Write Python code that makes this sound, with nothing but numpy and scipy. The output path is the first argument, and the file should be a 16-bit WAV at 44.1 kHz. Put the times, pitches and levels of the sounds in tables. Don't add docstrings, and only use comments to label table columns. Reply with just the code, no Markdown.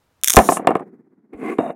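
import sys
import numpy as np
from scipy import signal
from scipy.fft import rfft, irfft
from scipy.io import wavfile
from scipy.ndimage import uniform_filter1d

SR = 44100
rng = np.random.default_rng(int(sys.argv[2]) if len(sys.argv) > 2 else 0)


def to_linear_factor(level_db):
    exponent = np.asarray(level_db, float) / 20
    return 10 ** exponent


def generate_wav(sig):
    pcm = np.round(np.clip(np.atleast_2d(sig).T, -1, 1) * 32767).astype(np.int16)
    wavfile.write(sys.argv[1], SR, pcm)


N = 77175
T = np.arange(N) / SR


def unit(x):
    return x / np.sqrt(np.mean(x ** 2) + 1e-30)


def peak(x):
    return x / abs(x).max()


def conv(x, response):
    return signal.fftconvolve(x, response)[:len(x)]


def decay(t, t60):
    return np.exp(-np.log(1000) * t / t60)


def lowpass(x, order, hz):
    return signal.sosfilt(signal.butter(order, hz, fs=SR, output="sos"), x)


def colour(points):
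    hz, db = np.array(points, float).T
    bins_hz = np.arange(1025) * SR / 2048
    log_gain = np.interp(np.log(bins_hz + 1), np.log(hz), db) * np.log(10) / 20
    cepstrum = irfft(log_gain)
    cepstrum[1:1024] *= 2
    cepstrum[1025:] = 0
    return irfft(np.exp(rfft(cepstrum)))[:1024]


def spikes(times, sizes):
    x = np.zeros(N + 2)
    at = np.clip(np.asarray(times) * SR, 0, N - 1)
    k = at.astype(int)
    np.add.at(x, k, sizes * (1 + k - at))
    np.add.at(x, k + 1, sizes * (at - k))
    return x[:N]


def echoed(times, sizes, lag_ms, echo_db=-4):
    return spikes(times, sizes) + to_linear_factor(echo_db) * spikes(times + lag_ms / 1000, sizes)


def ring(modes, extra_db=0, cycles=0):
    hz, db, t60 = np.array(modes, float).T[:, :, None]
    t = T[:SR // 4]
    rise = 1 - np.exp(-(hz * t / cycles) ** 2) if cycles else 1
    return to_linear_factor(db[:, 0] + extra_db) @ (rise * decay(t, t60) * np.sin(2 * np.pi * hz * t))


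def tail(t60):
    h = rng.standard_normal(SR // 2) * decay(T[:SR // 2], t60)
    return h / np.sqrt(np.sum(h ** 2))


def room():
    # (frequency [Hz], density [dB per Hz])
    hiss_tone = [(30, -20.5), (96, -3.5), (150, -15), (360, -18), (480, -17), (1200, -20), (2600, -28.5),
                 (16000, -39.5)]
    level_db, duck_db = -65, -22
    flicker_db = 0.43 * unit(uniform_filter1d(rng.standard_normal(N), size=1500))
    duck = np.interp(T, [.23, 0.51], [0, duck_db])
    return unit(conv(rng.standard_normal(N), colour(hiss_tone))) * to_linear_factor(level_db + flicker_db + duck)


def clacks():
    # (time [s], peak [dB])
    clack_hits = [(0.2137, -40.5), (0.2357, 6), (0.2442, 8), (0.2513, -14), (0.26, -10), (0.2752, 8),
                  (0.2825, 11.5), (0.2981, 8.5), (0.3036, 12.5), (0.3202, -1.5), (.332, -1.5), (0.3367, 5),
                  (0.346, -15), (0.3523, -5.5), (0.3605, 1), (0.3663, -9), (0.3666, 6), (0.3676, -11),
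                  (0.375, -5), (0.3839, -13.5), (0.3877, -9)]
    # (frequency [Hz], density [dB per Hz])
    click_tone = [(300, -39.5), (2200, -10), (2900, -17.5), (3600, -10.5), (4700, -25), (5800, -8),
                  (11700, -9), (16300, -18)]
    # (frequency [Hz], level [dB], t60 [s])
    magnet_modes = [(3500, -8, .004), (6300, 0, .003), (6900, -2, .004), (8900, 0, .003), (11400, -3, .003)]
    screen_ms, screen_db = 1.7, -15
    scatter_db, scatter_t60_s = -19, 0.0057
    ring_db = -7
    at, db = np.array(clack_hits).T
    table_lag_ms = .3 * to_linear_factor(4.6 * rng.standard_normal(len(at)))
    hits = echoed(at, to_linear_factor(db), table_lag_ms)
    hits = hits + to_linear_factor(screen_db) * spikes(at + screen_ms / 1000, to_linear_factor(db))
    scatter_envelope = conv(hits, decay(T[:SR // 4], scatter_t60_s))
    hits = hits + to_linear_factor(scatter_db) * rng.standard_normal(N) * scatter_envelope
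    click = conv(hits, peak(colour(click_tone)))
    return click + to_linear_factor(ring_db) * conv(hits, peak(np.diff(ring(magnet_modes))))


def knocks():
    # (time [s], peak [dB], tick [dB], centre of the struck spot [Hz])
    knock_hits = [(.344, -12.5, -38, 540), (.3677, 18, -12, 920), (.3765, 10.5, -49.5, 550),
                  (.388, 12.5, -28, 806), (.397, -0.5, -43.5, 623), (.4885, 5.5, -50, 740),
                  (.5205, -0.5, -46, 900), (.5695, -6.5, -54.5, 1200), (.595, -10.5, -64, 498),
                  (.647, -15.5, -86, 555), (.6718, 6.5, -33.5, 1090), (.689, -1, -52, 557),
                  (.7062, -3.5, -50, 764), (.7155, -5.5, -65, 750), (.7217, -35, -64, 685),
                  (.7535, 1, -48.5, 716), (.768, -23, -56.5, 980), (.796, -19, -63.5, 1018),
                  (.806, -18, -67, 395), (.825, -23.5, -84.5, 300), (1.335, -32, -70.5, 398),
                  (1.364, -31, -93.5, 280), (1.397, -28, -87.5, 313), (1.428, -14, -89.5, 410),
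                  (1.471, -32, -77, 387), (1.5845, -15, -56.5, 2200), (1.587, 2.5, -80, 350),
                  (1.598, -18, -72.5, 400), (1.606, -11.5, -64, 330), (1.664, -21, -80.5, 717)]
    # (frequency [Hz], level [dB], t60 [s])
    table_modes = [(216, -3, 0.18), (319, 8.5, 0.027), (391.4, 13.5, 0.026), (453, 8, 0.035),
                   (555.6, 2.5, 0.042), (740.5, 15.5, 0.018), (900, 5, 0.023), (1056, 8.5, .025),
                   (1146.4, 5.5, 0.018), (1447, 8, 0.01), (1712, 3.5, 0.02), (2130, 6.5, .012),
                   (2770, -6, 0.036), (4630, -7.5, 0.0023)]
    # (time [s], level [dB])
    jumps = [
        (0.37, -5),
        (0.389, -38),
        (0.487, -40),
        (0.671, -53.5),
        (1.347, -47),
        (1.589, -52),
    ]
    # (frequency [Hz], level [dB], t60 [s])
    jump_modes = [(62, 7.5, 0.074), (101, 17, 0.022)]
    # (frequency [Hz], density [dB per Hz])
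    tick_tone = [(1500, -21.5), (3500, -14), (5000, -9.5), (6500, -8), (8500, 4.5), (12000, -6),
                 (16000, -21)]
    knock_gain_db, tick_gain_db = -2.5, 20
    board_tail_db, board_t60_s = -8.5, 0.11
    board_lag_s = .0004
    spot_db_per_oct2, mode_scatter_db = 5, 2.5
    mode_hz = np.array(table_modes)[:, 0]
    rung = np.zeros(N)
    for s, db, _, spot_hz in knock_hits:
        spot_db = -spot_db_per_oct2 * np.log2(mode_hz / spot_hz) ** 2
        luck_db = mode_scatter_db * rng.standard_normal(len(mode_hz))
        board = ring(table_modes, luck_db + spot_db, cycles=.55)
        board = board + to_linear_factor(board_tail_db) * conv(board, tail(board_t60_s))
        rung += conv(spikes([s + board_lag_s], -to_linear_factor(db + knock_gain_db)), peak(board))
    rung = signal.sosfilt(signal.butter(3, [150, 6500], "band", fs=SR, output="sos"), rung)
    at, _, tick_db, _ = np.array(knock_hits).T
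    ticks = conv(spikes(at, to_linear_factor(tick_db + tick_gain_db)), peak(colour(tick_tone)))
    jump_at, jump_db = np.array(jumps).T
    boom = conv(spikes(jump_at, to_linear_factor(jump_db)), ring(jump_modes, cycles=.3))
    return rung + boom + ticks + to_linear_factor(-15) * conv(ticks, tail(0.13))


def buzz():
    slow_taps = [394.7, 398.1, 401.8, 405.5, 409.9, 414.6, 418.9, 422.8, 426.5, 430.4, 434.9, 439.5, 443.7,
                 447.5, 451.1, 454.8, 458.6, 462.2, 466.2, 469.9, 473.4, 476.6, 479.7, 483, 486.5, 489.9,
                 493.4, 496.3, 499.5, 502.2, 505.1, 507.5, 510.1, 512.7, 515.1, 517.5, 519.8, 522.5]
    # (time [s], rate [taps per s])
    tap_rate = [(.5225, 480), (.53, 520), (.541, 520), (.548, 620), (.558, 665), (.568, 780), (.572, 1100),
                (.58, 1330), (.595, 1900)]
    # (time [s], level [dB], ring [dB])
    tap_strength = [(0.396, -19, -8.5), (0.409, -18.5, -5), (.425, -20, -8.5), (.45, -18.5, -2),
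                    (0.486, -18.5, -4.5), (.505, -14, -12), (.53, -12, -14.5), (.573, -20.5, -26.5),
                    (0.594, -51, -20)]
    # (time [s], lag [ms])
    echo_lag = [(.4, .325), (.455, .32), (.478, .295), (.487, .26), (.497, .16), (.508, .145), (.522, .11)]
    # (frequency [Hz], density [dB per Hz])
    tap_tone = [(1500, -38.5), (3500, -11.5), (4600, -8.5), (6500, -4.5), (9500, -1), (15000, -8.5),
                (17000, -27)]
    # (frequency [Hz], level [dB], t60 [s])
    pair_modes = [(3730, -6, .005), (6800, 2.5, 0.0024), (9300, 3.5, .005), (12000, -7.5, 0.0041)]
    jitter_periods, scatter_db = .012, 1
    late_ring_ms, late_ring_db = 0.71, 0
    rate_s, rate = np.array(tap_rate).T
    on = (T > rate_s[0]) & (T < rate_s[-1])
    phase = np.cumsum(np.interp(T, rate_s, rate) * on) / SR
    fast_taps = T[np.flatnonzero(np.diff(np.floor(phase)))]
    at = np.append(np.array(slow_taps) / 1000, fast_taps)
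    time_luck, size_luck = rng.standard_normal((2, len(at)))
    strength_s, tap_db, ring_db = np.array(tap_strength).T
    size = to_linear_factor(np.interp(at, strength_s, tap_db) + scatter_db * size_luck)
    at = at + jitter_periods * time_luck / np.interp(at, rate_s, rate)
    ring_size = size * to_linear_factor(2.5 + np.interp(at, strength_s, ring_db))
    lag_ms = np.interp(at, *np.array(echo_lag).T)
    taps = conv(echoed(at, size, lag_ms), peak(colour(tap_tone))) * to_linear_factor(3)
    late = to_linear_factor(late_ring_db) * spikes(at + late_ring_ms / 1000, ring_size)
    return taps + conv(spikes(at, ring_size) + late, peak(np.diff(ring(pair_modes))))


def in_air(x):
    dull_at_s, dull_hz = .525, 13500
    gate_s, gate_db_per_s = .575, 459
    air_db, air_t60_s = -13.5, .36
    x = np.where(T < dull_at_s, x, lowpass(x, 8, dull_hz))
    gate = to_linear_factor(-gate_db_per_s * np.clip(T - gate_s, 0, 1))
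    return to_linear_factor(-2.5) * (x + to_linear_factor(air_db) * gate * conv(x, tail(air_t60_s)))


def rub(curve, tone, throb_db=0, sing=None):
    grains_per_s, grain_db = 5000, 2
    rock_hz, rock_at_s = 16.2, 1.003
    soft_hz, sing_slope = 900, 1.2
    curve_s, curve_db = np.array(curve).T
    chance, sign, luck = rng.random((3, N))
    grains = (chance < grains_per_s / SR) * np.sign(sign - .5) * to_linear_factor(-grain_db * np.log(luck + 1e-9))
    throb = throb_db * (np.cos(2 * np.pi * rock_hz * (T - rock_at_s)) - .5)
    x = unit(conv(grains, colour(tone)))
    if sing:
        firm = np.clip(to_linear_factor(np.interp(T, curve_s, curve_db) - np.sort(curve_db)[-2]), 0, 1)
        soft = lowpass(x, 2, soft_hz)
        x = soft + firm ** .5 * (x - soft)
        x = x + firm ** sing_slope * conv(unit(grains), ring(sing, cycles=1.8))
    x = x / np.sqrt(uniform_filter1d(x ** 2, size=2000) + 1e-12)
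    level = to_linear_factor(np.interp(T, curve_s, curve_db, -120, -120) + throb)
    return x * uniform_filter1d(level, size=200)


def rolling():
    # (time [s], level [dB])
    roll_curve = [(.4, -13), (.44, -26), (.53, -34.5), (.63, -33), (.68, -36.5), (.74, -29.5),
                  (.785, -45.5), (.83, -36), (.845, -59)]
    # (frequency [Hz], density [dB per Hz])
    roll_tone = [(70, -33.5), (200, 3.5), (450, -3.5), (750, -5), (1160, -13.5), (2200, -24.5),
                 (3000, -42.5), (5000, -61)]
    return rub(roll_curve, roll_tone)


def rocking():
    # (time [s], level [dB])
    rock_curve = [
        (.83, -40.5),
        (.95, -45),
        (1.05, -55),
        (1.2, -56.5),
        (1.32, -55.5),
    ]
    # (frequency [Hz], density [dB per Hz])
    rock_tone = [(60, -66.5), (130, -12), (215, -1), (400, -3.5), (560, -23), (750, -23.5), (2100, -34.5),
                 (3000, -60.5)]
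    return rub(rock_curve, rock_tone, throb_db=5)


def dragging():
    # (time [s], level [dB])
    drag_curve = [(1.31, -71.5), (1.335, -31), (1.365, -41.5), (1.415, -32), (1.43, -29), (1.5, -22.5),
                  (1.537, -26.5), (1.548, -36), (1.584, -37)]
    # (frequency [Hz], density [dB per Hz])
    drag_tone = [(90, -59), (230, -0.5), (400, 2), (580, -18), (1480, -21.5), (2500, -23.5), (3000, -37),
                 (5500, -56.5)]
    # (frequency [Hz], level [dB], t60 [s])
    drag_modes = [(337.6, -32, 0.035), (741, -21, 0.021), (1104, -26, 0.024), (2084, -32, 0.024)]
    return rub(drag_curve, drag_tone, sing=drag_modes)


def hand():
    # (time [s], level [dB])
    skin_curve = [(1.31, -100.5), (1.39, -69), (1.45, -59), (1.53, -56), (1.574, -73.5), (1.59, -59),
                  (1.702, -65), (1.73, -74)]
    # (frequency [Hz], density [dB per Hz])
    skin_tone = [(2500, -20), (4700, -24.5), (6500, -6.5), (9900, -1.5), (14500, -20.5), (16000, -29)]
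    grit_db = 2.5 * unit(uniform_filter1d(rng.standard_normal(N), size=90))
    grit = rng.standard_normal(N) * to_linear_factor(grit_db)
    return unit(conv(grit, colour(skin_tone))) * to_linear_factor(np.interp(T, *np.array(skin_curve).T, -120, -120))


def lifting():
    # (time [s], level [dB])
    lift_curve = [(1.588, -16), (1.62, -26), (1.665, -25.5), (1.69, -29), (1.706, -25), (1.722, -36),
                  (1.75, -47)]
    # (frequency [Hz], density [dB per Hz])
    lift_tone = [(80, -42), (236, -0.5), (420, -9), (700, 0), (1000, -15), (2900, -30.5), (3250, -67.5),
                 (4600, -75.5)]
    # (frequency [Hz], level [dB], t60 [s])
    lift_modes = [(205.8, -19.5, 0.052), (674, -22, 0.066), (900, -28.5, 0.024), (3700, -50, 0.037)]
    return rub(lift_curve, lift_tone, sing=lift_modes)


def scene():
    magnets = in_air(clacks() + buzz())
    rubs = rolling() + rocking() + dragging() + lifting()
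    return (room() + magnets + knocks() + rubs + hand())[None]


def band_limit(x):
    return signal.sosfilt(signal.butter(12, 16490, fs=SR, output="sos"), x)


def record(dry):
    clipped = np.clip(dry, -1, 1)
    top_cut = signal.ellip(10, .2, 80, 16400, fs=SR, output="sos")
    return band_limit(signal.sosfilt(top_cut, clipped))


dry = scene()
out = record(dry)
generate_wav(out)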